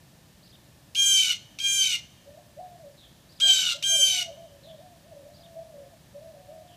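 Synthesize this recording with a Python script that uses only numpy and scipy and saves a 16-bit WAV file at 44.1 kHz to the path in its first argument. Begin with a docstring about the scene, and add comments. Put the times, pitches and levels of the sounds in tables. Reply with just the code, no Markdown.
"""Over a low suburban hum with soft hiss (shaped noise), a small songbird twitters: quick arches of pitch.
A blue jay then scolds four times in a fenced backyard: each jeer is a stack of partials on a sagging pitch,
clear and nasal until partials blur and rasp comes in; the third is strained and breaks early.
Distant doves coo between registers, and a farther bird adds buzzy down-slurs (smeared tones).
The fence and ground throw the jay's calls back as echoes; the trees add a short tail of decaying noise."""
import sys
import numpy as np
from scipy import signal
from scipy.fft import rfft, irfft, next_fast_len
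from scipy.io import wavfile
from scipy.ndimage import uniform_filter1d

SR = 44100
rng = np.random.default_rng(int(sys.argv[2]) if len(sys.argv) > 2 else 0)


def wrap_up_sound(samples):
    """Save the sound to the file named by the first command line argument, as 16-bit audio."""
    columns = np.atleast_2d(samples).T
    # keep every value between -1 and 1, then stretch to whole-number steps
    tamed = np.clip(columns, -1, 1)
    steps = np.round(tamed * 32767).astype(np.int16)
    wavfile.write(sys.argv[1], SR, steps)


N = 298116


def gain_of(db):
    """Decibels to a gain."""
    return 10 ** (np.asarray(db) / 20)


def evened(x):
    """Scales to rms 1."""
    return x / np.sqrt(np.mean(abs(x) ** 2) + 1e-20)


def read(points, hz):
    """Reads a table on a log-frequency axis."""
    point_hz, value = np.transpose(points)
    return np.interp(np.log(hz + 1), np.log(point_hz + 1), value)


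def add(mix, start_s, sound):
    """Mixes a sound in at start_s."""
    part = mix[max(round(start_s * SR), 0):][:len(sound)]
    part += sound[:len(part)]


def colour(x, points):
    """Filters by a spectrum table (Hz, dB)."""
    size = next_fast_len(len(x) + 1024)
    gain = gain_of(read(points, np.fft.rfftfreq(size, 1 / SR)))
    return irfft(rfft(x, size) * gain, size)[:len(x)]


def wobble(count, corner_hz):
    """Smooth random curve, rms 1 over its period, rolling off above corner_hz."""
    size = 32768  # period in samples
    hz = np.fft.rfftfreq(size, 1 / SR)[:800]
    spectrum = rng.standard_normal(len(hz)) + 1j * rng.standard_normal(len(hz))
    spectrum /= np.sqrt(1 + (hz / corner_hz) ** 4)
    return np.resize(evened(irfft(spectrum, size)), count)


def hoarse_tone(hz, hoarse, smear_hz):
    """Nearly pure tone; hoarseness (0-1) smears its power into a narrow band."""
    count = len(hz)
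    smear = evened(wobble(count, smear_hz) + 1j * wobble(count, smear_hz))
    envelope = np.sqrt(1 - hoarse) + np.sqrt(hoarse) * smear
    return np.sqrt(2) * (envelope * np.exp(2j * np.pi * np.cumsum(hz) / SR)).real


def air(whirr_hz=1790, whirr_width_hz=60, whirr_db=-77, hiss_db=-60, hum_db=-57):
    """Far traffic and soft hiss as shaped noise, with a faint whirr from a narrow resonance."""
    # relative spectra: freq_hz, density_db (per Hz)
    hiss_spectrum = [(250, -35), (420, -6.5), (511, 1.5), (603, 2.5), (1440, -8.5), (1750, -4), (1920, -8),
                     (3610, -6), (14600, -14.5), (15300, -18)]
    hum_spectrum = [(15, -44), (25, -21.5), (59, -4), (161, 0.5), (260, -11.5), (303, -9), (440, -18.5),
                    (570, -62), (970, -120)]
    hiss = gain_of(hiss_db) * evened(colour(rng.standard_normal(N), hiss_spectrum))
    hum = gain_of(hum_db) * evened(colour(rng.standard_normal(N), hum_spectrum))
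    hz = np.fft.rfftfreq(N, 1 / SR)
    resonance = 1 / (1 + ((hz - whirr_hz) / whirr_width_hz) ** 2)
    whirr = irfft(rfft(rng.standard_normal(N)) * resonance, N)
    return hiss + hum + gain_of(whirr_db) * evened(whirr)


def songbirds(phrase_db=-1.0, phrase_tail_db=-11.0, slur_db=0.5, slur_tail_db=-5):
    """One quick phrase sung three times, and a farther bird's buzzy down-slurs with a longer tail."""
    # notes, levels before the trims above; phrase times count from its start:
    # start_s, end_s, first_hz, middle_hz, last_hz, level_db, hoarseness (0-1)
    phrase_notes = [(0, 0.046, 3400, 4820, 3100, -60, .05), (0.035, 0.062, 5610, 4500, 2866, -60, .08),
                    (0.067, 0.099, 3300, 5020, 3110, -60, .1), (.1, 0.138, 2866, 3720, 2600, -56.5, 0.01)]
    slur_notes = [(2.966, 3.08, 4300, 3560, 3320, -58.5, 0.8), (4.623, 4.734, 4190, 3560, 3190, -57.5, 0.8),
                  (6.669, 6.77, 3530, 3150, 2960, -64.5, 0.8)]
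    # phrase onsets: start_s
    phrase_starts = [.424, 3.286, 5.331]
    phrases, slurs = np.zeros((2, N))
    for start_s in phrase_starts:
        for row in phrase_notes:
            offset_s, sound = note(row, smear_hz=199.5, fade=0.26)
            add(phrases, start_s + offset_s, sound)
    for row in slur_notes:
        add(slurs, *note(row, smear_hz=260, fade=0.36))
    phrases = phrases + gain_of(phrase_tail_db) * scatter(phrases, stretch=0.53)
    slur_tail = gain_of(slur_tail_db) * scatter(slurs, stretch=1.6)
    return gain_of(phrase_db) * phrases + gain_of(slur_db) * slurs + slur_tail


def note(row, smear_hz, fade):
    """Nearly pure tone on a parabolic arch of pitch; fade is the tapered share of its length."""
    start_s, end_s, first_hz, middle_hz, last_hz, level_db, hoarse = row
    u = np.linspace(0, 1, max(round((end_s - start_s) * SR), 64))
    hz = np.polyval(np.polyfit([0, .5, 1], [first_hz, middle_hz, last_hz], 2), u)
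    tone = hoarse_tone(hz, hoarse, smear_hz)
    return start_s, gain_of(level_db) * tone * signal.windows.tukey(len(u), fade)


def jay():
    """Four jeers, each with its own pitch sag, ringing and breaking; the third uses the strained voice."""
    # jeers: start_s, length_s, top_hz, sag_hz, sag_power, clear_s, onset_db, overtones_db, rasp_db,
    # least_roughness (0-1), harshness (scales a tilt), treble_db (9.5 kHz up), notch_db; levels relative
    jeers = [ (.948, 0.39, 802.2, 95.6, 2.37, .195, -1.5, -23, -34, 0.21, -0.7, 0.5, -17.5),
             (1.587, .38, 801.2, 103.8, 3.14, .2, -8, -25, -34.5, 0.2, -2, -.5, -22),
             (3.4, .34, 804, 116.4, 1.7, 0.044, 3.5, -28, -34, 0.24, 2, -2.5, 1.5),
             (3.825, .41, 793.8, 80.2, 2.8, .21, 1.5, -24, -35.5, 0.12, -0.1, 0.5, -13.5), ]
    # ringing fourth partial through each jeer, before trim: scene_time_s, level_db
    ringing = [
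        [(0.95, -35.5), (0.96, -29.5), (1.0, -22), (1.076, -19.5), (1.17, -23.5), (1.182, -18), (1.254, -28.5),
         (1.314, -26), (1.333, -33.5)],
        [(1.589, -41), (1.609, -29.5), (1.629, -39), (1.645, -23.5), (1.785, -26.5), (1.815, -21.5),
         (1.911, -33), (1.939, -27), (1.971, -35)],
        [(3.401, -44), (3.413, -27.5), (3.427, -18.5), (3.513, -15.5), (3.531, -26), (3.637, -24), (3.655, -36),
         (3.667, -26), (3.734, -30.5)],
        [(3.826, -43.5), (3.842, -26.5), (3.858, -22.5), (4.014, -22.5), (4.04, -17), (4.058, -27.5),
         (4.07, -22.5), (4.222, -32), (4.232, -24.5)],
    ]
    # partials, relative: multiple_of_pitch, level_db
    clear_voice = [(1, -40.5), (2, -19.5), (3, -14.5), (4, 3), (5, -18), (6, -16), (7, -14), (8, -2),
                   (9, -11), (10, -12), (11, -16.5), (12, -17), (13, -20), (14, -20), (15, -26.5),
                   (16, -24), (17, -25.5), (18, -39.5), (19, -54.5)]
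    strained_voice = [(1, -42), (2, -23.5), (3, -22), (4, 0), (5, -22), (6, -22.5), (7, -41), (8, -18),
                      (9, -23), (10, -17.5), (11, -39), (12, -34), (13, -45), (14, -36.5), (15, -30.5),
                      (16, -37), (17, -47.5), (18, -46.5)]
    voices = [clear_voice, clear_voice, strained_voice, clear_voice]
    out = np.zeros(N)
    for row, ring, levels in zip(jeers, ringing, voices):
        add(out, *jeer(row, ring, levels))
    return out


def jeer(row, ring, levels, ring_db=-0.44, ring_rough_db=-1.5, scoop=0.23, scoop_s=0.008,
         jitter=.007, side_db=-24.0, rasp_trim_db=4, burst_db=-34.0):
    """The syrinx bursts, scoops up to a clear stack of partials, then vibrates more chaotically."""
    (start_s, length_s, top_hz, sag_hz, sag_power, clear_s, onset_db, over_db, rasp_db,
     rough_least, harshness, treble_db, notch_db) = row
    break_s, rasp_rise_s, rasp_end_db = 0.13, 0.052, -1.5  # rasp comes in faster than the blur
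    push_peak, push_start_db, push_end_db = 0.37, -16, -20.5  # arch of effort; peak as share of the call
    waver, waver_hz = 0.0036, 28  # pitch waver of the broken voice (share)
    grain_db, grain_hz = 0.22, 75  # uneven level of the broken voice
    age = np.arange(0, length_s, 1 / SR)
    count, u = len(age), age / length_s

    starting = np.exp(-(age / 0.024) ** 2)  # the first cycles are unsettled
    broken = np.clip((age - clear_s) / break_s, rough_least, 1)
    grit = np.clip((age - clear_s) / rasp_rise_s, rough_least, 1)
    rough = np.maximum(broken, starting)

    hz = top_hz - sag_hz * u ** sag_power
    hz *= 1 - scoop * np.exp(-(age / scoop_s) ** 2)
    hz *= 1 + waver * broken * wobble(count, waver_hz)
    # period jitter blurs the high partials most
    slow_jitter = .0012 * wobble(count, 65)
    fast_jitter = (0.0033 + jitter * rough) * wobble(count, 260)
    turns = np.cumsum(hz * (1 + slow_jitter + fast_jitter)) / SR

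    main_db = np.interp(start_s + age, *np.transpose(ring)) + ring_db + ring_rough_db * broken
    rising = np.maximum(1 - u / push_peak, 0)
    falling = np.maximum((u - push_peak) / (1 - push_peak), 0)
    bright_db = over_db + (push_start_db + onset_db) * rising ** 2 + push_end_db * falling ** 2
    # the fourth partial sits on the throat's resonance; its neighbours follow the overall effort
    effort_db = uniform_filter1d(np.maximum(main_db, bright_db), size=2600)
    neighbour_db = 0.69 * effort_db + side_db + 5.8 * broken - 6.2 * starting

    stack = partials(levels, turns, rough)
    order = np.transpose(levels)[0]
    fourth, upper = order == 4, order > 6
    voice = gain_of(main_db) * evened(stack[fourth].sum(0))
    voice += gain_of(neighbour_db) * evened(stack[~fourth & ~upper].sum(0))
    voice += gain_of(bright_db - 2.5 * rough) * evened(stack[upper].sum(0))
    burst = gain_of(burst_db + onset_db) * np.exp(-age / .014)
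    rasp_gain = gain_of(rasp_db + rasp_trim_db + rasp_end_db * falling ** 2) * grit
    voice += (rasp_gain + burst) * rasp(turns)
    voice *= gain_of(grain_db * broken * wobble(count, grain_hz))

    # second partial slides through 1535 Hz, sixth through 4653 Hz
    notch = [(1535 - 24, 0), (1535, notch_db), (1535 + 24, 0)]
    peak = [(4653 - 110, 0), (4653, 5.5), (4653 + 110, 0)]
    # positive harshness: thinner below the resonance, denser just above it
    tilt = [(2450, -2 * harshness), (2800, 0.0078), (3250, 0), (3700, 0.57 * harshness)]
    voice = colour(voice, notch + tilt + peak + [(8300, 0.0065), (9500, treble_db)])
    return start_s, voice * np.clip(age / .001, 0, 1) * np.clip((length_s - age) / .008, 0, 1)


def partials(levels, turns, rough, flutter=0.53, beat=0.069, drift_db=2):
    """Stack of partials, one row each; roughness makes each flutter on its own."""
    count = len(turns)
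    # a swell every four cycles puts faint sidebands on each partial
    sway = 1 + beat * np.cos(2 * np.pi * turns / 4) * (1 + .5 * wobble(count, 30.14))
    stack = []
    for k, level_db in levels:
        drift = drift_db * (k != 4) * wobble(count, 7)  # partials off the resonance come and go
        wave = np.cos(2 * np.pi * (k * turns + rng.random()))
        swell = sway + flutter * rough * wobble(count, 135.8)
        stack.append(gain_of(level_db + drift) * wave * swell)
    return np.array(stack)


def rasp(turns, smear_hz=125, puff_db=-1.0):
    """Chaotic vibration: every partial smeared into a band, plus one puff of air a cycle."""
    # relative rasp spectrum: freq_hz, density_db (per Hz)
    rasp_spectrum = [(900, -50.5), (1350, -28), (1900, -34), (2300, 4.5), (2900, -2.5), (3800, 7),
                     (4400, 0.5), (5000, -2), (6000, 2), (7000, -3.5), (8500, -6), (10500, -16.5),
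                     (13000, -13.5), (15500, -35)]
    count = len(turns)
    bands = np.zeros(count)
    for k in range(1, 22):
        smear = wobble(count, smear_hz) + 1j * wobble(count, smear_hz)
        bands += (smear * np.exp(2j * np.pi * k * turns)).real
    puffs = (1 + 1.1 * np.cos(2 * np.pi * turns)) * rng.standard_normal(count)
    mixed = evened(bands) + gain_of(puff_db) * evened(puffs)
    return evened(colour(mixed * (1 + .3 * wobble(count, 290)), rasp_spectrum))


def doves(trim_db=0.18):
    """Several doves whose coos overlap."""
    # coos, levels before trim: start_s, lead_in_s, high_note_s, drop_s, top_hz, sag_hz,
    # lead_in_db, high_start_db, high_end_db, drop_db
    coos = [ (2.255, .125, 0.019, .02, 744, 25, -50, -46, -57.5, -59),
            (2.562, 0.032, .24, 0.091, 738, 92, -44, -43, -56.5, -47.5),
            (3.42, 0.04, 0.069, 0.065, 744, 61, -45, -45.5, -49.5, -61),
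            (3.735, 0.046, .185, 0.083, 695, 46, -46, -69, -41, -43),
            (3.98, 0.028, .305, .15, 756, 105, -49, -64, -42.5, -76),
            (4.28, 0.096, 0.087, 0.21, 675, 15, -46.5, -55, -46.5, -57),
            (4.635, 0.035, 0.086, 0.078, 666, 49, -47.5, -52.5, -45, -56.5),
            (4.78, 0.033, 0.15, .03, 738, 70, -50, -56.5, -56, -66),
            (5.025, 0.042, .06, .14, 699, 50, -60, -55.5, -53, -48.5),
            (5.24, 0.046, 0.45, .15, 689, 69, -47, -57.5, -55, -45.5),
            (5.52, 0.0433, 0.0731, .02, 664.6, 8, -53.5, -41, -45.5, -65),
            (5.72, 0.037, 0.19, 0.038, 716, 55, -50.5, -72, -55.5, -63),
            (6.13, 0.093, 0.096, .15, 660, 18.7, -45, -52.5, -48, -54.5),
            (6.32, 0.032, 0.65, .03, 738, 93, -45.5, -62, -54.5, -60),
            (6.47, .045, 0.11, .06, 650, 26, -45.5, -50.5, -49.5, -60.5), ]
    out = np.zeros(N)
    for row in coos:
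        add(out, *coo(row))
    return gain_of(trim_db) * out


def coo(row, sag_power=1.6, hoarse_low=0.172, hoarse_high=.1, smear_hz=38):
    """Nearly pure tone that jumps from a hoarse low register to a clearer, sagging high one and back."""
    start_s, lead_s, hold_s, drop_s, top_hz, sag_hz, lead_db, first_db, last_db, drop_db = row
    lead_hz, lead_rise_hz = 558, 44  # the low register rises into the jump
    low_hz, low_sag_hz, low_fade_db = 590, 60, -13.5  # and sinks and fades after the high note
    jump_s, edge_s = .018, .026  # register change; onset and release
    t = np.arange(0, lead_s + hold_s + drop_s, 1 / SR)
    rise = np.clip(t / lead_s, 0, 1)
    held = np.clip((t - lead_s) / hold_s, 0, 1)
    sunk = np.clip((t - lead_s - hold_s) / drop_s, 0, 1)

    def registers(lead, high, drop):
        """Joins lead-in, high note and drop, smoothed over the jump."""
        return uniform_filter1d(np.select([rise < 1, held < 1], [lead, high], drop), size=round(jump_s * SR))

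    hz = registers(lead_hz + lead_rise_hz * rise, top_hz - sag_hz * held ** sag_power,
                   low_hz - low_sag_hz * sunk)
    level_db = registers(lead_db, first_db + (last_db - first_db) * held,
                         drop_db + low_fade_db * sunk ** 2)
    hoarse = np.clip(registers(hoarse_low, hoarse_high, hoarse_low), 0, 1)
    edges = np.minimum(np.minimum(t, t[-1] - t) / edge_s, 1)
    return start_s, gain_of(level_db) * hoarse_tone(hz, hoarse, smear_hz) * edges


def reflections(x):
    """The sound with its first echoes from the ground, the fence and the house."""
    # echoes: delay_s, level_db
    echoes = [(.0023, -31.5), (.0071, -17), (0.0137, -14), (0.0207, -33), (.036, -14.5)]
    out = x.copy()
    for delay_s, level_db in echoes:
        add(out, delay_s, gain_of(level_db) * x)
    return out


def scatter(x, stretch):
    """Diffuse tail from leaves and walls, the top treble dying first; stretch scales its length."""
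    # decay at stretch 1: freq_hz, t60_s
    decay = [(500, 0.72), (3000, 0.62), (6000, 0.67), (14000, 0.073)]
    hz, t, z = signal.stft(rng.standard_normal(SR), SR, nperseg=256)
    t60_s = stretch * read(decay, hz)[:, None]
    tail = signal.istft(z * gain_of(-60 * t / t60_s), SR, nperseg=256)[1]
    tail *= np.clip(np.arange(len(tail)) / SR / 0.005, 0, 1)  # 5 ms fade-in
    return signal.fftconvolve(x, tail / np.linalg.norm(tail))[:N]


def scene():
    """The jay is near and fairly dry; the other birds are farther and wetter."""
    background, small_birds, near, coos = air(), songbirds(), jay(), doves()
    early = gain_of(-12.5) * scatter(near, stretch=.42)
    late = gain_of(-28.0) * scatter(near, stretch=1.6)
    close = reflections(near) + early + late
    far = coos + gain_of(-11.0) * scatter(coos, stretch=0.79) + small_birds
    return (gain_of(0.48) * close + far + background)[None]


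def record(dry):
    """The recorder's band limit: a linear-phase low-pass."""
    edge_hz = 15480
    lowpass = signal.firwin(511, edge_hz, window=("kaiser", 9), fs=SR)
    return signal.oaconvolve(dry, lowpass[None], "same")


dry = scene()
out = record(dry)
wrap_up_sound(out)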